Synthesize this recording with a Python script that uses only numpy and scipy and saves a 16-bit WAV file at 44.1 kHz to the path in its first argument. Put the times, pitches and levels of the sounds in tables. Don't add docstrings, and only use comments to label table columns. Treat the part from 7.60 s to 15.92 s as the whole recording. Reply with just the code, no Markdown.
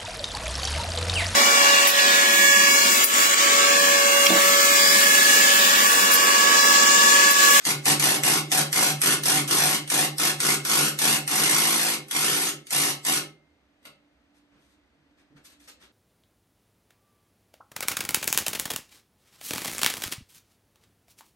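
import sys
import numpy as np
from scipy import signal
from scipy.fft import rfft, irfft, next_fast_len
from scipy.io import wavfile
from scipy.ndimage import uniform_filter1d, map_coordinates

SR = 44100
rng = np.random.default_rng(int(sys.argv[2]) if len(sys.argv) > 2 else 0)


def pcm_store(signal):
    levels = np.round(np.clip(np.atleast_2d(signal), -1, 1) * 32767)
    wavfile.write(sys.argv[1], SR, levels.astype(np.int16).T)


N = 366905
SIZE = next_fast_len(N + SR)
HZ = np.fft.rfftfreq(SIZE, 1 / SR)

# start_s, wait_until_bite_s, hammering_s, relative_force_db, relative_clack_db
PULLS = [(0.0522, .014, 0.06, -18.5, -18), (.256, .01, 0.065, -15.5, -15.5), (.397, .027, 0.14, -18.5, -15),
         (.635, .014, .13, -17.5, -15), (0.9171, .006, 0.1, -17, -15.5), (1.1287, 0.03, .15, -18, -17.5),
         (1.4168, 0.02, 0.11, -18, -15), (1.6567, .003, 0.14, -17.5, -17), (1.877, .033, 0.25, -18.5, -24),
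         (2.3008, .018, 0.13, -18.5, -17), (2.5829, 0.015, .113, -19, -21), (2.8029, .029, 0.12, -19, -16),
         (3.0506, .046, 0.19, -18.5, -19.5), (3.389, .028, .15, -18, -17), (3.677, .036, .625, -19.2, -21),
         (4.5109, .039, .348, -21.5, -21), (5.1067, .02, 0.18, -20.5, -23), (5.45, .015, 0.12, -20, -21.5)]
# frequency_hz, relative_density_db
RATTLE_SPECTRUM = [(60, -32.5), (130, -21.5), (300, -15.5), (600, -2.5), (1200, -7), (2000, -0.5),
                   (3200, 1), (5500, 2), (7200, 0), (9000, -0.5), (10500, 7.5), (11800, 1), (12500, -13),
                   (13400, -50)]


def amp(db):
    return 10 ** (np.asarray(db) / 20)


def unit(x):
    return x / np.sqrt(np.mean(abs(x) ** 2) + 1e-20)


def read(points, hz):
    f, value = np.transpose(points)
    return np.interp(np.log(hz + 1), np.log(f), value)


def add(mix, start_s, sound):
    part = mix[max(round(start_s * SR), 0):][:len(sound)]
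    part += sound[:len(part)]


def filtered(x, gain):
    return irfft(rfft(x, SIZE) * gain, SIZE)[..., :N]


def colour(x, points):
    return filtered(x, unit(amp(read(points, HZ))))


def shake_db(time_s):
    first_db, tighten_db_per_s = -0.5, 0.78
    return first_db - tighten_db_per_s * time_s


def driver(rattle_s=0.0068, whir_db=-7, growl_db=-22, scatter_db=0.97):
    # frequency_hz, relative_density_db
    push_spectrum = [(30, -50.5), (70, -24.5), (112, -15), (150, -2), (230, -4), (380, 1.5), (520, -1.5),
                     (750, -3.5), (1800, -8.5), (5000, -45.5)]
    # frequency_hz, relative_density_db
    growl_spectrum = [(150, -24.5), (290, 2), (400, 0), (650, -9), (1400, -5.5), (3000, -25)]
    push_db = -8.5
    blows_per_s = 56.5
    uneven, settled, settle_s = .28, .008, .1
    spin_up, spin_s, soft_db = .1, .03, 1.5
    sag_db, sag_power = 5, 2.7
    gears_up_s, coast_s = .003, 0.028

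    blows, pushes, running = np.zeros((3, N))
    for start, wait, length, db, _ in PULLS:
        bite, release = start + wait, start + wait + length
        slip, size = rng.standard_normal((64, 2)).T
        age = np.arange(len(slip)) / blows_per_s
        spread = settled + uneven * np.exp(-age / settle_s)
        spinning_up = np.exp(-age / spin_s)
        gaps = np.exp(spread * slip) * (1 + spin_up * spinning_up) / blows_per_s
        at = bite + (np.cumsum(gaps) - gaps[0])
        progress = np.clip((at - bite) / length, 0, 1)
        level_db = db - soft_db * spinning_up - sag_db * progress ** sag_power
        force = amp(level_db) * np.sqrt(SR / blows_per_s)
        index = (at[at < release] * SR).astype(int)
        blows[index] += (force * amp(scatter_db * size))[:len(index)]
        pushes[index] += force[:len(index)] * amp(shake_db(start))
        t = np.arange(start, release + .3, 1 / SR)
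        rise = 1 - np.exp(-(t - start) / gears_up_s)
        coast = np.exp(-np.maximum(t - release, 0) / coast_s)
        gear_db = db - np.interp(t, [bite, release], [0, sag_db])
        add(running, start, amp(gear_db) * rise * coast)

    fade = np.exp(-np.arange(SR // 10) / SR / rattle_s)
    fade /= np.linalg.norm(fade)
    chatter = signal.oaconvolve(blows, fade)[:N] * rng.standard_normal(N)
    gears = running * rng.standard_normal(N)
    push = amp(push_db) * colour(pushes, push_spectrum)
    growl = amp(growl_db) * colour(gears, growl_spectrum)
    return colour(chatter + amp(whir_db) * gears, RATTLE_SPECTRUM) + push + growl


def seating(x, path_s=0.000897, play_s=.0004, path_gain=.4):
    n = np.arange(N)
    knots = np.linspace(0, N, num=110)
    delay = SR * np.interp(n, knots, path_s + play_s * rng.uniform(-1, 1, len(knots)))
    second = map_coordinates(x, [n - delay], order=3)
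    return (x + path_gain * second) / np.hypot(1, path_gain)


def strikes(rows, decay_s):
    out, t = np.zeros(N), np.arange(SR // 10) / SR
    for start, db in rows:
        add(out, start, amp(db) * np.exp(-t / decay_s) * rng.standard_normal(len(t)))
    return out


def clacks(bright_hz=1200, gain_db=10):
    # start_s, relative_level_db
    taps = [(1.635, -20.5), (1.910, -22), (2.2763, -31.5), (4.484, -39.5), (5.069, -39.5)]
    snaps = [(start, db) for start, _, _, _, db in PULLS]
    ticks = colour(strikes(snaps + taps, decay_s=.002), RATTLE_SPECTRUM)
    return amp(gain_db) * filtered(ticks, 1j * HZ / (bright_hz + 1j * HZ))


def brake(gain_db=-21, from_hz=170, to_hz=135, before_s=.04, second_db=-3, brake_s=.1):
    out, count = np.zeros(N), int(brake_s * SR)
    for start, wait, length, db, _ in PULLS:
        speed_hz = np.linspace(from_hz, to_hz, count) * rng.uniform(.92, 1.08)
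        turns = np.cumsum(speed_hz) / SR
        shudder = np.sin(2 * np.pi * turns) + amp(second_db) * np.sin(4 * np.pi * turns)
        level_db = db + gain_db + 2 * shake_db(start)
        envelope = signal.windows.tukey(count, .5)
        add(out, start + wait + length - before_s, amp(level_db) * shudder * envelope)
    return out


def knocking():
    # start_s, relative_level_db
    knocks = [(6.228, -58), (6.253, -36), (6.268, -40)]
    # frequency_hz, relative_density_db
    clank_spectrum = [(60, -13.5), (200, 2.5), (500, 2), (900, -1), (2000, 1.5), (4000, 1.5), (7000, -9.5),
                      (12000, -5), (13500, -45.5)]
    return colour(strikes(knocks, decay_s=0.0045), clank_spectrum)


def frame(x):
    # frequency_hz, width_hz, level_over_broad_sound_db
    modes = [(151, 13, 8.5), (757, 22, 6.5), (225, 10, 3), (303.6, 14, 7), (336, 10, -1), (396, 14, 2),
             (1108, 28, 4), (1300, 32, 1.5), (1440, 50, 4), (1810, 45, 0), (2099, 2.5, 3), (2156, 230, -1),
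             (2828, 250, -5.5), (4095, 35, -6.5), (5830, 52, .5), (6280, 32, -3), (7683, 48, -2),
             (8253, 30, 3), (9020, 50, 1), (9220, 39, 4)]
    ringing = sum(amp(db) / (1 + 2j * (HZ - hz) / width) for hz, width, db in modes)
    return filtered(x, 1 + ringing)


def grainy_strokes(pivot_hz=2000, grain_db=3.5):
    # start_s, length_s, relative_level_db, tilt_db_per_octave (approximate)
    strokes = [(0, .032, -45, 1), (6.738, 0.055, -67, .5), (6.91, .08, -62.5, -6), (6.97, .2, -70, 1.5),
               (7.569, 0.053, -64, -2), (7.756, .035, -56, -3.5), (7.841, 0.035, -49, 3.5),
               (7.89, 0.051, -57, 2), (7.987, 0.081, -59, 3), (8.073, .032, -44.5, 1.5),
               (8.189, .079, -55.5, -1)]
    # frequency_hz, relative_density_db
    stroke_spectrum = [(60, -12.5), (300, 2.5), (700, -2), (1800, 3.5), (4000, 1), (8000, -5.5),
                       (12000, -8), (13500, -48)]
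    burst_end, *scuffs = strokes
    out = np.zeros(N)
    for start, length, db, tilt_db in [burst_end] + scuffs:
        count = int(length * SR)
        hz = np.fft.rfftfreq(count, 1 / SR)
        roughness = unit(uniform_filter1d(rng.standard_normal(count), size=80))
        grains = rng.standard_normal(count) * amp(grain_db * roughness)
        tilt = tilt_db * np.log2(hz / pivot_hz + .1)
        stroke = irfft(rfft(grains) * amp(read(stroke_spectrum, hz) + tilt), count)
        add(out, start, amp(db) * unit(stroke) * signal.windows.tukey(count, .4))
    return out


def bucket(wall_hz=220, wall_width_hz=130, waver=0.072):
    # start_s, length_s, slips_per_s, relative_level_db
    creaks = [(7.347, 0.047, 140, -69), (7.70, 0.055, 146, -56.5)]
    out = np.zeros(N)
    for start, length, rate, db in creaks:
        count = int(length * SR)
        drift = unit(uniform_filter1d(rng.standard_normal(count), size=300))
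        slips = np.cumsum(rate * (1 + waver * drift)) / SR
        add(out, start, amp(db) * unit(slips % 1 - .5) * signal.windows.tukey(count, .3))
    wall = 1 / (1 + 1j * (HZ ** 2 - wall_hz ** 2) / (wall_width_hz * (HZ + 1)))
    return 2 * filtered(out, wall)


def garage(x, direct_db=-4.0, early_db=-3, early_s=0.011):
    # frequency_hz, t60_s
    decay_times = [(100, 0.36), (400, 0.51), (1000, 0.26), (2800, 0.28), (7000, 0.19), (12000, 0.16)]
    t = np.arange(SR // 2) / SR
    noise = rng.standard_normal((2, len(t)))
    hz, frame_s, z = signal.stft(noise, SR, nperseg=256)
    decay = amp(-60 * frame_s / read(decay_times, hz)[:, None])
    tail = signal.istft(z * decay, SR, nperseg=256)[1][:, :len(t)]
    early = rng.standard_normal(tail.shape) * np.exp(-t / early_s)
    response = (unit(tail) + amp(early_db) * unit(early)) / np.sqrt(len(t))
    response[0, 0] += amp(direct_db)
    z = rfft(response, SIZE)
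    z /= np.sqrt(uniform_filter1d(abs(z) ** 2, size=350))
    return ports(*filtered(x, z))


def ambience(air_db=-67, hum_hz=291, hum_width_hz=16, hum_db=-71):
    # frequency_hz, relative_density_db
    air_spectrum = [(25, -29.5), (45, -18.5), (66, -3.5), (110, -20), (200, -13), (300, -10), (400, -20),
                    (620, -15.5), (1000, -22.5), (2000, -22), (4000, -29.5), (8000, -41), (12000, -44),
                    (14000, -62.5)]
    air = amp(air_db) * unit(colour(rng.standard_normal((2, N)), air_spectrum))
    band = 1 / (1 + (2 * (HZ - hum_hz) / hum_width_hz) ** 2)
    hum = unit(filtered(rng.standard_normal((2, N)), band))
    return ports(*(air + amp(hum_db) * hum))


def ports(a, b):
    # frequency_hz, correlation
    likeness = [(60, .9), (160, .96), (420, .92), (650, .55), (1400, .6), (1800, .2), (3000, .55),
                (3800, .2), (6400, .55), (7100, .2), (8500, .92), (9400, .8), (10000, .998), (10600, .998),
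                (11300, .75), (11900, .998)]
    # frequency_hz, lead_rad
    phase_lead = [(400, -.1), (800, 1.4), (1750, -.4), (2300, -3.7), (3600, -3.9), (4400, -.6), (5400, -2),
                  (6000, 0), (6700, .1), (7100, 2.5), (8000, .5), (8850, 0), (9950, -3.1), (10550, -3.2),
                  (11850, -2 * np.pi)]
    # frequency_hz, left_minus_right_db
    level_difference = [(60, -2), (150, -2), (300, -4), (700, -2), (1200, 0), (4000, 1), (8000, 0)]
    same, side = read(likeness, HZ), amp(read(level_difference, HZ) / 2)
    shared = filtered(a, np.sqrt((1 + same) / 2))
    apart = filtered(b, np.sqrt((1 - same) / 2))
    right_gain = np.exp(-1j * read(phase_lead, HZ)) / side
    return filtered(np.array([shared + apart, shared - apart]), np.array([side, right_gain]))


def scene():
    tool = amp(-2.5) * (seating(driver()) + clacks() + brake())
    steel = frame(tool + knocking())
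    return garage(steel + grainy_strokes() + bucket()) + ambience()


def record(dry):
    edge_hz = 13250
    lowpass = signal.firwin(511, edge_hz, window=("kaiser", 9), fs=SR)
    return signal.oaconvolve(dry, lowpass[None], "same")


dry = scene()
out = record(dry)
pcm_store(out)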